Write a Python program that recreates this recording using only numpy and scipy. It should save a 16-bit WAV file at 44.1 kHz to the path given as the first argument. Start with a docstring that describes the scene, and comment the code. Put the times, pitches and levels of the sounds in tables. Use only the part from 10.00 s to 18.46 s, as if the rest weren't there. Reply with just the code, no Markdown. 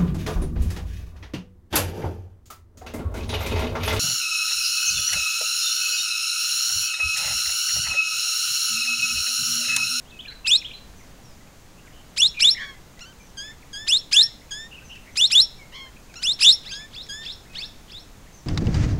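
"""Parakeets in a treetop. A songbird whistles farther off; at 0.5 s comes the first close cry, the syrinx
swooping up and breaking twice into higher registers. From 2 s the cries come mostly in pairs, the second
forced harder, among distant whines, then soft mews, beak clicks and nasal notes. Near 5 s a bird warbles
twice; from 6.6 s farther parakeets reply. Throughout, foliage scatters every call over faint chirps,
insects and a quiet outdoor hush."""
import sys
import numpy as np
from scipy import signal
from scipy.fft import rfft, irfft, next_fast_len
from scipy.io import wavfile
from scipy.ndimage import map_coordinates

SR = 44100
rng = np.random.default_rng(int(sys.argv[2]) if len(sys.argv) > 2 else 0)


def unload_wav(signal):
    """Save mono or channel-first audio to the path in sys.argv[1] as 16-bit WAV at rate SR, clipped to [-1, 1]."""
    wavfile.write(
        sys.argv[1],
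        SR,
        np.round(np.clip(np.atleast_2d(signal).T, -1, 1) * 32767).astype(np.int16),
    )


N = 373086

# close cries (start [s], level [dB], effort [0-1])
CRIES = [(0.456, -10, .05), (2.162, -10, 0), (2.391, -8, 1), (3.865, -10.5, .05), (4.112, -7, 0.94),
         (5.155, -10.5, 0), (5.299, -7.5, 0.99), (6.215, -14.5, 0.4), (6.388, -11, .05), (6.408, -7, 0.81)]
# farther cries (start [s], low register [s], middle register [s], level [dB])
REPLIES = [(6.632, .060, .028, -31.5), (6.908, 0.027, 0.064, -32.5), (7.210, 0.024, .059, -30.5),
           (7.229, 0.032, .037, -36), (7.532, .061, 0.031, -29), (7.875, 0.027, 0.064, -36)]
# parakeet throat and beak response (frequency [Hz], gain [dB])
THROAT = [(900, -33.5), (1700, -19), (2400, -13.5), (2900, -2), (3400, -0.5), (4000, 0), (4500, -2),
          (5300, -1), (6200, -7), (7300, -6.5), (9100, -12.5), (10200, -8.5), (11000, -14.5),
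          (12200, -35.5)]
# nasal notes, mews, whines, warbles, thin high whistles (start [s], length [s], pitch [Hz], level [dB])
NASALS = [(3.370, 0.16, 1598, -32), (3.729, 0.16, 1620, -30), (4.120, 0.17, 1644, -30.5),
          (4.507, 0.17, 1642, -29.5), (6.710, 0.16, 1591, -31.5), (7.087, 0.17, 1634, -30)]
MEWS = [(3.005, .128, 1444, -37.5), (6.155, 0.11, 1422, -35.5)]
WHINES = [(2.575, 0.17, 1117, -33.5), (5.720, 0.18, 1076, -34.5)]
WARBLES = [(4.708, 0.092, 2754, -38.5), (4.890, 0.093, 2830, -36.5)]
SEEPS = [(.965, .085, 6150, -57), (1.235, .11, 5650, -55), (3.195, .11, 6300, -56.5),
         (4.838, .085, 6250, -52.5), (5.122, .07, 6150, -55), (8.328, .09, 6350, -52)]
# their contours (position [0-1], pitch [ratio], gain [dB])
NASAL_SHAPE = [(0, 1.05, -8.5), (.08, 0.985, -0.5), (.3, 1.035, -2), (0.599, 1.085, -6.5), (.9, 1.112, -12),
               (1, 1.122, -18.5)]
MEW_SHAPE = [(0, .88, -6), (.14, 1.01, -1), (.3, .92, -5.5), (.44, 1.05, -8.5), (.9, 1.08, -16.5),
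             (1, 0.87, -15.5)]
WHINE_SHAPE = [(0, 0.86, -12.5), (0.22, 1, -2), (.55, 1.002, -4.5), (.8, .975, -8.5), (1, .95, -17)]
WARBLE_SHAPE = [(0, 0.91, -18), (.1, 1.02, -5.5), (.25, .97, -1), (.46, 1.085, -0.5), (.68, .9, -7.5),
                (.88, .97, 0), (1, 0.73, -16)]
SEEP_SHAPE = [(0, 1, -8.5), (.22, .99, 1.5), (.55, .93, -5.5), (1, 0.84, -9)]
# harmonics, fundamental first (gain [dB])
NASAL_TONE_DB = [-10, -2.5, -4.5, -4.5, -18, -23.5, -30]
MEW_TONE_DB = [-12, -2, -5.5, -2, -6.5, -22]
WHINE_TONE_DB = [-13.5, -5, -0.5, -9, -13, -17]
# beak clicks (time [s], level [dB])
CLICKS = [(2.994, -39.5), (4.956, -41), (6.141, -38), (7.067, -42.5)]
# songbird phrase (offset [s], length [s], first [Hz], middle [Hz], last [Hz], level [dB], trill [Hz])
PHRASE_NOTES = [(0, 0.027, 2860, 3230, 3650, -34, 125), (0.061, 0.018, 2600, 2440, 3600, -37, -2),
                (0.09, 0.0292, 4160, 4020, 4100, -35.5, 0), (0.112, .036, 4100, 4140, 4200, -45, 280)]
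# phrase entries (start [s], gain [dB], swell by the last note [dB])
PHRASES = [(.188, -2, 2.5), (.644, 4, -8.5)]
# downward chirps (start [s], top pitch [Hz], level [dB])
FLICKS = [(.104, 4600, -48.5), (.614, 3060, -38), (1.870, 2750, -50), (3.474, 2450, -49),
          (3.624, 2700, -48.5)]
# slurred whistles (start [s], length [s], first [Hz], last [Hz], level [dB], trill [Hz])
SLURS = [(.050, 0.063, 2550, 3630, -53.5, 10), (0.113, 0.076, 2630, 2560, -47, 10),
         (0.263, .044, 1880, 1440, -46, 10), (0.304, 0.033, 1760, 1980, -44.5, 410),
         (0.444, .062, 2750, 2460, -26, 42), (1.770, 0.041, 2510, 2790, -54, 150),
         (1.920, 0.11, 2900, 3020, -55, 150), (2.338, 0.045, 2580, 2670, -42, 260),
         (2.366, 0.067, 2480, 2320, -28, 70), (2.544, 0.043, 1870, 2250, -37, 110),
         (2.567, 0.084, 1996, 1670, -31, 116), (5.054, 0.065, 1940, 2240, -48.5, 200),
         (5.584, 0.064, 2350, 2150, -46, 5), (7.490, 0.069, 2580, 2500, -52, 5)]
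# foliage decay (frequency [Hz], T60 [s])
FOLIAGE_T60 = [(1000, 0.4), (3500, 0.4), (5500, 0.48), (8000, .35), (12000, .2)]
# outdoor hush spectrum (frequency [Hz], relative density [dB])
HUSH_SPECTRUM = [(20, -4), (45, -7.5), (100, -12), (190, -14.5), (340, -21), (690, -24), (1400, -28),
                 (3000, -32.5), (5500, -34.5), (8000, -37.5), (11000, -42), (15500, -42)]

SWOOP_HZ, REPLY_SWOOP_HZ = 2417, 1663  # top of the swoop
SWOOP_S, LOW_S, MIDDLE_S, WHISTLE_S = .021, .036, .058, .033  # stages of an easy cry
REPLY_SWOOP_S, REPLY_WHISTLE_S, REPLY_BUILD_DB_PER_S = .029, .04, 93
FLICK_S, FLICK_RATIO = .017, .62  # ratio: last pitch over first
SLUR_EASE = .64  # share of the glide done at half time
HUSH_DB, TOP_HZ = -46.5, 15780


def cry(times_s, swoop_hz, levels_db, swell_db, mellow_db_oct, dulling, rasp_db, jitter):
    """The syrinx swoops up in a buzzy register, then breaks twice into higher, purer ones."""
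    start, swoop, break1, break2, end = times_s
    low_db, middle_db, whistle_db = levels_db
    t = clock(end - start)
    n, jump_s = len(t), .0006
    shift_hz = swoop_hz - SWOOP_HZ
    # (time [s], pitch [Hz], level [dB], overtone slope [dB/octave])
    stages = np.array([
        (start, 900, low_db - swell_db, -9),
        (start + .6 * (swoop - start), .66 * swoop_hz - .12 * shift_hz, low_db - .93 * swell_db, -6),
        (swoop, swoop_hz, low_db + .5, -2.5),
        (break1 - .006, 2930 + .35 * shift_hz, low_db, -3.5),
        (break1 - jump_s, 3120 + .6 * shift_hz, low_db, -7),
        (break1 + jump_s, 3340, middle_db, -10),
        (break1 + .69 * (break2 - break1), 3790, middle_db - 1, -12),
        (break2 - .006, 4250, middle_db - 1.5, -10),
        (break2 - jump_s, 4330, middle_db - 17.5, -12),
        (break2 + jump_s, 5050, whistle_db, -12),
        (break2 + .11 * (end - break2), 5120, whistle_db - 2.5, -12),
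        (break2 + .21 * (end - break2), 5430, whistle_db, -15),
        (break2 + .78 * (end - break2), 5490, whistle_db - 10, -16),
        (end, 5450, whistle_db - 21.5, -16)])
    pitch_hz, level_db, slope = (np.interp(start + t, stages[:, 0], column) for column in stages.T[1:])
    pitch_hz *= 1 + jitter * wobble(n, 250) + .0081 * wobble(n, 2500)
    k = np.arange(1, 7)[:, None]
    flutter_db = 2.8 * np.minimum(k - 1, 1) * np.array([wobble(n, 153.4) for _ in k])
    rolloff_db = slope * np.log2(k) - mellow_db_oct * np.log2(np.maximum(k / 2, 1))
    voice = harmonics(pitch_hz, along(THROAT, k * pitch_hz) + rolloff_db + flutter_db)
    # air rasps through the syrinx, fading after the last break
    rasp = noise(n, [(300, -8), (1500, -6), (3500, -3.5), (7500, -2.5), (11000, -10), (15000, -16.5)])
    rasp *= amp(rasp_db + np.interp(start + t, [break2, end], [0, -10]))
    sound = (voice + rasp) * amp(level_db + 1.46 * wobble(n, 152.5))
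    # leaves in the way dull a far bird
    sound = filtered(sound, lambda hz: amp(dulling * along([(4500, -.034), (6500, -.9)], hz)))
    return sound * fade(t, .003)


def near_stages(start_s, db, effort):
    """Close cry: effort brings the first break forward and makes the whistle longer and louder."""
    swoop = start_s + SWOOP_S
    break1 = swoop + LOW_S - .003 * effort
    break2 = swoop + LOW_S + MIDDLE_S
    end = break2 + WHISTLE_S + .013 * effort
    low_db, whistle_db = db - 5.5 + .5 * effort, db - 15 + 10 * effort
    return (start_s, swoop, break1, break2, end), SWOOP_HZ, (low_db, db, whistle_db)


def reply_stages(start_s, low_s, middle_s, db):
    """Reply: a slower, lower swoop; the longer the low register, the louder it is."""
    times_s = start_s + np.cumsum([0, REPLY_SWOOP_S, low_s, middle_s, REPLY_WHISTLE_S])
    low_db = db - 1.5 + REPLY_BUILD_DB_PER_S * (low_s - REPLY_SWOOP_S)
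    return times_s, REPLY_SWOOP_HZ, (low_db, db, db - 2)


def parakeets(calls, spread_s, scatter_db, **voice):
    """Cries from one distance, each scattered on its own."""
    out = np.zeros(N)
    for times_s, swoop_hz, levels_db in calls:
        add(out, times_s[0], scatter(cry(times_s, swoop_hz, levels_db, **voice), spread_s, scatter_db))
    return out


def bird_notes(rows, shape, tone_db, tilt_db_oct, jitter, quaver=0, quaver_hz=85):
    """Notes on one contour; upper overtones and quaver die away as the pressure drops."""
    out = np.zeros(N)
    position, ratio, contour_db = np.transpose(shape)
    octaves = np.log2(np.arange(1, len(tone_db) + 1))[:, None]
    for start_s, length_s, hz, db in rows:
        t = clock(length_s)
        u = t / length_s
        shake = quaver * np.sin(2 * np.pi * quaver_hz * t) + jitter * wobble(len(t), 900)
        pitch_hz = hz * np.interp(u, position, ratio) * (1 + shake * np.clip(3.8 * (.62 - u), .08, 1))
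        flutter_db = .99 * octaves * np.array([wobble(len(t), 60) for _ in tone_db])
        partials_db = np.array(tone_db)[:, None] - tilt_db_oct * u * (octaves - 1) + flutter_db
        envelope = amp(db + np.interp(u, position, contour_db) + .83 * wobble(len(t), 70))
        add(out, start_s, harmonics(pitch_hz, partials_db) * envelope * fade(t, .0035))
    return out


def beak_clicks():
    """Tiny dry bursts of noise."""
    out, t = np.zeros(N), clock(.03)
    for time_s, db in CLICKS:
        burst = noise(len(t), [(600, -25), (1700, 5), (7000, -1.5), (11000, -25)])
        add(out, time_s - .002, burst * amp(db - 60 * t / .038) * fade(t, .002))
    return out


def songbirds(rows, trill_rate_hz=135):
    """Pure gliding whistles, some with a fast trill."""
    out = np.zeros(N)
    for start_s, length_s, *pitches_hz, db, trill_hz in rows:
        t = clock(length_s)
        glide_hz = np.polyval(np.polyfit([0, .5, 1], pitches_hz, 2), t / length_s)
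        pitch_hz = glide_hz * (1 + .011 * wobble(len(t), 330))
        pitch_hz += trill_hz * np.sin(2 * np.pi * trill_rate_hz * t)
        envelope = amp(db + 2 * wobble(len(t), 150)) * fade(t, .26 * length_s)
        add(out, start_s, np.sin(2 * np.pi * np.cumsum(pitch_hz) / SR) * envelope)
    return out


def song():
    """Songbird rows: the repeated phrase, falling flicks, slurs that level off."""
    phrases = [(start_s + s, length_s, *pitches_hz, gain_db + db + swell_db * s / PHRASE_NOTES[-1][0], trill)
               for start_s, gain_db, swell_db in PHRASES
               for s, length_s, *pitches_hz, db, trill in PHRASE_NOTES]
    flicks = [(s, FLICK_S, hz, hz * np.sqrt(FLICK_RATIO), hz * FLICK_RATIO, db, 0)
              for s, hz, db in FLICKS]
    slurs = [(s, length_s, first, first + SLUR_EASE * (last - first), last, db, trill)
             for s, length_s, first, last, db, trill in SLURS]
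    return phrases + flicks + slurs


def twitter(base_db, count=34):
    """Songbird rows: faint random chirps deep in the trees."""
    draws = rng.uniform([.5, .012, 1504.5, -.18, 1], [N / SR, .04, 2500, .18, 2], (count, 5))
    return [(s, length_s, hz * (1 - tilt), hz * 1.04, hz * (1 + tilt), base_db + lift_db, 0)
            for s, length_s, hz, tilt, lift_db in draws]


def scatter(sound, spread_s, db, count=10):
    """Nearby leaves and branches return weak late copies that beat with a gliding call."""
    out = np.pad(sound, (0, SR // 4))
    for delay, size in rng.uniform([0, -1], [1, 1], (count, 2)):
        add(out, delay * spread_s, amp(db) * size * sound)
    return out


def foliage(x):
    """Leaves and trunks scatter a thin tail; the top treble dies first."""
    hz, t, spectra = signal.stft(rng.standard_normal(SR), SR, nperseg=256)
    decay_db = -60 * t / along(FOLIAGE_T60, hz)[:, None]
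    colour = [(1000, -8.5), (3000, -2), (4000, -3), (5500, -3), (6500, 3.5), (8000, -6), (12000, -15)]
    envelope = amp(decay_db + along(colour, hz)[:, None]) * (1 - np.exp(-t / .0027))
    tail = signal.istft(spectra * envelope, SR, nperseg=256)[1]
    return signal.fftconvolve(x, 2 * tail / np.linalg.norm(tail))[:N]


def hush():
    """Distant rumble, soft hiss and a steady band of insects."""
    air = amp(HUSH_DB + .34 * wobble(N, 2)) * noise(N, HUSH_SPECTRUM)
    insects = noise(N, [(4500, -44), (6100, -3.5), (6800, -2.5), (7500, -7.5), (9500, -37)])
    return air + amp(-65.5 + .8 * wobble(N, 9.1)) * insects


def harmonics(pitch_hz, level_db):
    """Harmonic stack; one level row per harmonic."""
    k = np.arange(1, len(level_db) + 1)[:, None]
    phase = 2 * np.pi * np.cumsum(pitch_hz) / SR
    return np.sum(amp(level_db) * (k * pitch_hz < SR / 2) * np.sin(k * phase), axis=0)


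def noise(n, spectrum):
    """Noise of rms 1, coloured by (frequency [Hz], gain [dB]) points."""
    x = filtered(rng.standard_normal(n), lambda hz: amp(along(spectrum, hz)))
    return x / np.sqrt(np.mean(x ** 2) + 1e-20)


def filtered(x, response):
    """Apply the gain response(hz)."""
    m = next_fast_len(len(x) + 8192)
    return irfft(rfft(x, m) * response(np.fft.rfftfreq(m, 1 / SR)), m)[:len(x)]


def wobble(n, rate_hz):
    """Smooth random curve, rate_hz knots a second."""
    return map_coordinates(rng.standard_normal(int(n * rate_hz / SR) + 4), [np.arange(n) * rate_hz / SR])


def along(points, hz):
    """Read (frequency [Hz], value) points on a log axis."""
    knots_hz, values = np.transpose(points)
    return np.interp(np.log(hz + 1), np.log(knots_hz), values)


def amp(db):
    """Decibels to gain."""
    return 10 ** (np.asarray(db) / 20)


def clock(length_s):
    """Sample times [s]."""
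    return np.arange(int(length_s * SR)) / SR


def fade(t, edge_s):
    """Soft start and end."""
    return np.sin(np.pi / 2 * np.clip(np.minimum(t, t[-1] - t) / edge_s, 0, 1))


def add(track, start_s, sound):
    """Mix a sound into the track."""
    part = track[round(start_s * SR):][:len(sound)]
    part += sound[:len(part)]


def scene():
    """Near birds sound dry, far ones have more echo."""
    near = parakeets([near_stages(*row) for row in CRIES], spread_s=.013, scatter_db=-20.5,
                     swell_db=5, mellow_db_oct=4, dulling=-1, rasp_db=-30, jitter=.006)
    replies = parakeets([reply_stages(*row) for row in REPLIES], spread_s=.031, scatter_db=-17,
                        swell_db=1.5, mellow_db_oct=8, dulling=10, rasp_db=-21, jitter=.011)
    nasals = bird_notes(NASALS, NASAL_SHAPE, NASAL_TONE_DB, tilt_db_oct=11, jitter=.011)
    mews = bird_notes(MEWS, MEW_SHAPE, MEW_TONE_DB, tilt_db_oct=12.5, jitter=.008)
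    soft = nasals + mews + beak_clicks()
    whines = bird_notes(WHINES, WHINE_SHAPE, WHINE_TONE_DB, tilt_db_oct=5.5, jitter=.017,
                        quaver=.048, quaver_hz=80.7)
    whistles = songbirds(song())
    warbles = bird_notes(WARBLES, WARBLE_SHAPE, [0], tilt_db_oct=-3, jitter=.034)
    far = scatter(whistles + warbles, spread_s=.073, db=-16.5)[:N]
    seeps = bird_notes(SEEPS, SEEP_SHAPE, [0], tilt_db_oct=2, jitter=.01)
    chatter = scatter(songbirds(twitter(base_db=-55)) + seeps, spread_s=.048, db=-17.5)[:N]
    echo = foliage(amp(-31.5) * near + amp(-19.5) * replies + amp(-26.5) * soft
                   + amp(-25.5) * whines + amp(-16.5) * far + amp(-15) * chatter)
    return (near + replies + soft + whines + far + chatter + echo + hush())[None]


def record(dry):
    """Brick-wall low-pass at TOP_HZ."""
    return np.array([filtered(channel, lambda hz: hz < TOP_HZ) for channel in dry])


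dry = scene()
out = record(dry)
unload_wav(out)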